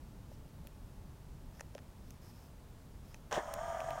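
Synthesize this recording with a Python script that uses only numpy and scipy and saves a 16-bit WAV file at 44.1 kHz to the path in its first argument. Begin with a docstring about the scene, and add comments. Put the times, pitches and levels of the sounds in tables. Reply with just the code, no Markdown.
"""Camera zoom in an open field

A quiet open field with a far rumble and engine drone, on the one microphone of a hand-held camera.
Close to the microphone, the casing ticks and rustles under the fingers. Then the zoom motor starts with
a clatter and whirs on: a gear mesh throbs once per turn of a slow wheel, and the motor shaft rasps at
every turn, all through the resonances of the casing."""
import sys
import numpy as np
from scipy import signal
from scipy.fft import rfft, irfft, next_fast_len
from scipy.io import wavfile
from scipy.ndimage import map_coordinates

SR = 44100
rng = np.random.default_rng(int(sys.argv[2]) if len(sys.argv) > 2 else 0)


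def wrap_up_sound(samples):
    """Save the sound to the file named by the first command line argument, as 16-bit audio."""
    columns = np.atleast_2d(samples).T
    # keep every value between -1 and 1, then stretch to whole-number steps
    tamed = np.clip(columns, -1, 1)
    steps = np.round(tamed * 32767).astype(np.int16)
    wavfile.write(sys.argv[1], SR, steps)


N = 176400

# motor shaft speed: t/s, f/Hz
SHAFT_SPEED = [(3.31, 200), (3.33, 266), (3.39, 258), (3.42, 247), (3.456, 233), (3.5, 228), (3.56, 229),
               (3.6, 250), (3.63, 266), (3.66, 270), (3.72, 265), (3.78, 259), (3.83, 255), (3.89, 265),
               (3.94, 264), (4.0, 256)]
# load on the gears: t/s, level/dB
GEAR_LOAD = [(3.31, -6.5), (3.42, -5), (3.47, -7.5), (3.53, -3), (3.58, -1), (3.62, -1.5), (3.67, 0),
             (3.76, .5), (3.85, -2), (3.91, 2.5), (3.96, -3), (4.0, -3.5)]
# gear tones, one list each: multiple of the shaft speed; relative level/dB; depth of the throb
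GEAR_ORDERS = [2.363, 2.53, 2.863, 3.53, 4.53, 4.86, 6.03, 6.2]
GEAR_LEVELS = [-33, 0, -5.5, -8, -1, -8.5, -9.5, -11]
GEAR_THROBS = [.3, .65, .4, .25, .15, .2, .2, .2]
# response of the casing to the running motor: f/Hz, relative level/dB
CASING_RESPONSE = [(100, -30), (330, -25.5), (490, -15.5), (570, -7), (660, -1), (780, -5.5), (850, -10),
                   (950, -4.5), (1090, -15.5), (1230, -8), (1430, -14.5), (1630, -11.5), (1780, -17.5),
                   (2000, -18.5), (2600, -34), (4000, -43.5)]
# shaft rasp: f/Hz, relative level/dB
RASP_SPECTRUM = [(1200, -24), (2300, -3.5), (2750, -4.5), (3200, 5), (3900, -10.5), (4900, -9.5), (5450, 0),
                 (6100, -2.5), (6950, 3), (7700, -13), (8200, -0.5), (9000, -9.5), (9900, -21),
                 (10900, -12), (11500, -18), (12500, -19), (15500, -26)]
# the gears take up their slack: t/s, clatter level/dB, scrape level/dB
SLACK_LEVELS = [(3.309, -100, -100), (3.312, -44.5, -51), (3.322, -38, -51), (3.332, -35.5, -49.5),
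                (3.35, -42, -47.5), (3.363, -39.5, -50.5), (3.374, -43.5, -55), (3.39, -33, -52.5),
                (3.405, -42.5, -68), (3.415, -51, -78), (3.45, -100, -100)]
# clatter and scrape of the lens barrel: f/Hz, relative level/dB
CLATTER_SPECTRUM = [(100, -20), (200, -21), (340, -13.5), (520, -7.5), (740, 1), (1000, -3.5), (1300, -12),
                    (1650, -6.5), (1850, -10.5), (2100, -14.5), (2600, -39), (5000, -51)]
SCRAPE_SPECTRUM = [(1200, -21), (2400, 0.5), (3300, 7), (4000, -2), (5000, -5.5), (5600, 0), (7000, -1.5),
                   (7600, -6.5), (8400, -5), (10500, -17), (13000, -18), (15500, -19)]
# the barrel bumps into its drive: t/s, level/dB
BARREL_BUMPS = [(3.3255, -31), (3.371, -32), (3.3776, -22)]
# modes of the barrel and of the casing: f/Hz, relative level/dB, t60/s
BARREL_MODES = [(205, -13, 0.038), (383, -3, .026), (614, -1, 0.029)]
CASING_MODES = [(377, -14, 0.019), (568, 1, .028), (855, 0, 0.021), (1290, -2, 0.0095), (1810, -1, .011),
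                (2520, -2, 0.0095), (3270, -2, 0.0038), (5530, -2.5, 0.0082), (6340, 0, 0.0048),
                (9760, 2, 0.0022), (11300, -15, 0.0046)]
# clicks and knocks on the casing: t/s, then gain/dB at 550, 1800, 3300, 6000 and 12000 Hz
CASING_CLICKS = [(.316, -46.5, -68, -72, -64, -79), (.455, -55.5, -69, -80, -80, -80),
                 (.65, -52.5, -66, -76, -80, -80), (.671, -74, -53, -42.5, -56, -44.5),
                 (1.5958, -61, -42, -52, -50, -65), (1.605, -72, -53, -60, -52, -59),
                 (1.6081, -43, -36.5, -48, -35.5, -49), (1.75, -49, -49.5, -49, -50, -58),
                 (1.7525, -37, -69, -73, -78, -88), (1.7804, -57, -44, -47, -54, -70),
                 (1.789, -63, -52, -52, -58, -75), (2.037, -53, -68, -75, -72, -78),
                 (2.1064, -65, -60, -48, -50.5, -50.5), (3.144, -57, -43.5, -47.5, -47.5, -57),
                 (3.3266, -26, -32.5, -33.5, -33, -46), (3.362, -50, -42, -48, -47, -64),
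                 (3.371, -27.5, -46.5, -44, -57, -67), (3.539, -53, -54, -39.5, -41.5, -37.5),
                 (3.804, -44.5, -42, -38, -51, -54), (3.8877, -40, -42, -56, -60, -65),
                 (3.906, -61, -46, -35.5, -53, -50)]
# colour of the crack in each click: f/Hz, gain/dB
CRACK_COLOUR = [(150, -17), (400, -14), (900, -7), (1300, 1), (1800, 0), (2600, 7), (3300, -2),
                (4300, -0.5), (5300, 0.5), (6200, 8), (7800, -3), (10000, 0.5), (12500, 3.5), (15500, -5)]
# finger rubs: t/s, length/s, level/dB
FINGER_RUBS = [(.3, .06, -70), (1.53, 0.092, -69.5), (2.035, 0.14, -72), (2.207, 0.11, -65),
               (2.294, .21, -68), (3.028, 0.15, -69)]
# their rustle: f/Hz, relative level/dB
RUB_SPECTRUM = [(1000, -4.5), (2500, -10), (4200, -15), (5200, -2), (6200, -10), (8000, -15),
                (11500, -13.5), (14000, -11), (15500, -16.5)]
# air over the field: f/Hz, relative level/dB
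AIR_SPECTRUM = [(12, -24), (20, -1), (37, 2), (103, -4), (133, -6.5), (157, -7), (196, -9.5), (266, -13),
                (362, -19), (404, -18.5), (465, -21), (631, -21.5), (788, -25.5), (857, -21), (985, -25.5),
                (1070, -25.5), (1160, -27.5), (2090, -34.5), (15500, -42.5)]
# drift of the far rumble: t/s, gain/dB
RUMBLE_DRIFT = [(0, 1), (1.0, 0.5), (1.8, 0.5), (2.2, 0.5), (2.7, -0.5), (3.2, .5), (4, -.5)]


def zoom_motor():
    """Gear tones and grinding swell with the slow wheel and the load; the shaft rasps once a turn."""
    start_s, throb_peak_s = 3.311, 3.773
    run_hz, gear_ratio = 262, 6
    t = clock()
    (shaft_hz,), (load_db,) = curves(SHAFT_SPEED), curves(GEAR_LOAD)
    shaft_turns = np.cumsum(shaft_hz) / SR
    wheel_turns = (shaft_turns - np.interp(throb_peak_s, t, shaft_turns)) / gear_ratio
    mesh = 0
    for order, db, depth in zip(GEAR_ORDERS, GEAR_LEVELS, GEAR_THROBS):
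        phase = 2 * np.pi * (order * shaft_turns + rng.random())
        tone = np.sin(phase + 0.14 * wobble(120))  # jitter roughens the tone
        gain = amp(db + along(CASING_RESPONSE, order * shaft_hz))
        mesh += gain * throb(wheel_turns, depth) * tone
    flutter_db = 0.8 * wobble(50)
    gears = mesh / np.std(mesh[t > start_s]) * amp(-42.5 + load_db + flutter_db)
    grind_pulse = throb(wheel_turns, depth=0.15) * throb(shaft_turns, depth=0.41)
    grind = noise(CASING_RESPONSE, grind_pulse) * amp(-46.5 + 0.45 * load_db)
    rasp_db = -60.5 + 6 * np.log2(shaft_hz / run_hz)  # 6 dB per doubling of speed
    rasp = noise(RASP_SPECTRUM, throb(shaft_turns, depth=0.75)) * amp(rasp_db)
    fade_in = np.clip((t - start_s) / 0.015, 0, 1)
    return fade_in * (gears + grind + rasp)


def lens_barrel():
    """Close to the microphone, the barrel clatters, scrapes and bumps as it starts to move."""
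    clatter_db, scrape_db = curves(SLACK_LEVELS)
    jolts = amp(2.3 * wobble(500))
    out = amp(clatter_db) * noise(CLATTER_SPECTRUM, jolts)
    out += amp(scrape_db) * noise(SCRAPE_SPECTRUM, jolts)
    for start_s, bump_db in BARREL_BUMPS:
        t = np.maximum(clock() - start_s, 0)
        ring = sum(amp(db - 60 * t / t60) * np.sin(2 * np.pi * hz * t) for hz, db, t60 in BARREL_MODES)
        attack = 1 - np.exp(-t / 0.0008)
        out += amp(bump_db) * ring * attack
    return out


def casing_clicks():
    """Each contact cracks and rings the casing, with its own balance of thud and snap."""
    crack_db, crack_t60_s = 1, 0.0088
    bands_hz = [550, 1800, 3300, 6000, 12000]
    out, t = np.zeros(N + SR), np.arange(SR // 10) / SR
    for start_s, *band_db in CASING_CLICKS:
        ring = 0
        for k, (hz, db, t60) in enumerate(CASING_MODES):
            decay = amp(db + rng.normal(0, 2.0) - 60 * t / t60)
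            ring += (-1) ** k * decay * np.sin(2 * np.pi * hz * t)
        burst = amp(crack_db - 60 * t / crack_t60_s) * rng.standard_normal(len(t))
        crack = coloured(burst, CRACK_COLOUR)
        balance = list(zip(bands_hz, band_db))
        out[round(start_s * SR):][:len(t)] += coloured(ring + crack, balance)
    return out[:N]


def finger_rustles():
    """Fingers rub softly on the casing, right by the microphone: short swells of grainy noise."""
    envelope = 0
    for start_s, length_s, db in FINGER_RUBS:
        progress = np.clip((clock() - start_s) / length_s, 0, 1)
        envelope += amp(db) * np.sqrt(np.abs(np.sin(np.pi * progress)))
    grain = amp(1.5 * wobble(300))
    return envelope * noise(RUB_SPECTRUM, grain)


def open_field():
    """Still air over a slowly shifting rumble, with an engine droning far off."""
    rumble_top_hz, engine_hz = 400, 137.1
    air = amp(-52.5) * noise(AIR_SPECTRUM)
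    lows = signal.sosfiltfilt(signal.butter(2, rumble_top_hz, fs=SR, output="sos"), air)
    engine = np.sin(2 * np.pi * engine_hz * clock() + 1.13 * wobble(8.3))
    engine *= amp(-63 + 2.5 * wobble(4.91))
    drift_db, = curves(RUMBLE_DRIFT)
    rumble = lows * amp(drift_db + 1.4 * wobble(12))
    return air - lows + rumble + engine


def amp(db):
    """Decibels to gain."""
    return 10 ** (np.asarray(db) / 20)


def unit(x):
    """Scaled to rms 1."""
    return x / np.sqrt(np.mean(x ** 2) + 1e-20)


def clock():
    """Seconds at each sample."""
    return np.arange(N) / SR


def curves(rows):
    """One value per sample for each column after the time."""
    times, *columns = np.transpose(rows)
    return [np.interp(clock(), times, column) for column in columns]


def along(points, hz):
    """Points (f/Hz, level/dB) read on a log frequency axis."""
    freqs, levels = np.transpose(points)
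    return np.interp(np.log(hz + 1), np.log(freqs + 1), levels)


def wobble(rate):
    """A smooth random curve, rate knots a second."""
    return map_coordinates(rng.standard_normal(int(N * rate / SR) + 4), [np.arange(N) * rate / SR])


def coloured(x, points):
    """x through a causal filter given as points (f/Hz, gain/dB)."""
    size = 2 * next_fast_len(len(x))
    cepstrum = irfft(np.log(amp(along(points, np.fft.rfftfreq(size, 1 / SR)))))
    cepstrum[1:size // 2] *= 2  # fold to minimum phase
    cepstrum[size // 2 + 1:] = 0
    return irfft(rfft(x, size) * np.exp(rfft(cepstrum)), size)[:len(x)]


def noise(points, gate=1):
    """Gated noise, coloured, at rms 1."""
    return unit(coloured(gate * rng.standard_normal(N), points))


def throb(turns, depth):
    """A swell once per turn, rms 1."""
    return unit(np.exp(depth * np.cos(2 * np.pi * turns)))


def scene():
    """The field and the camera's own close noises at one microphone."""
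    return (open_field() + zoom_motor() + lens_barrel() + casing_clicks() + finger_rustles())[None]


def record(dry):
    """The camera keeps nothing above its band limit."""
    top_hz = 15850
    size = next_fast_len(N + SR // 2)
    passband = np.fft.rfftfreq(size, 1 / SR) < top_hz
    return irfft(rfft(dry, size) * passband, size)[..., :N]


dry = scene()
out = record(dry)
wrap_up_sound(out)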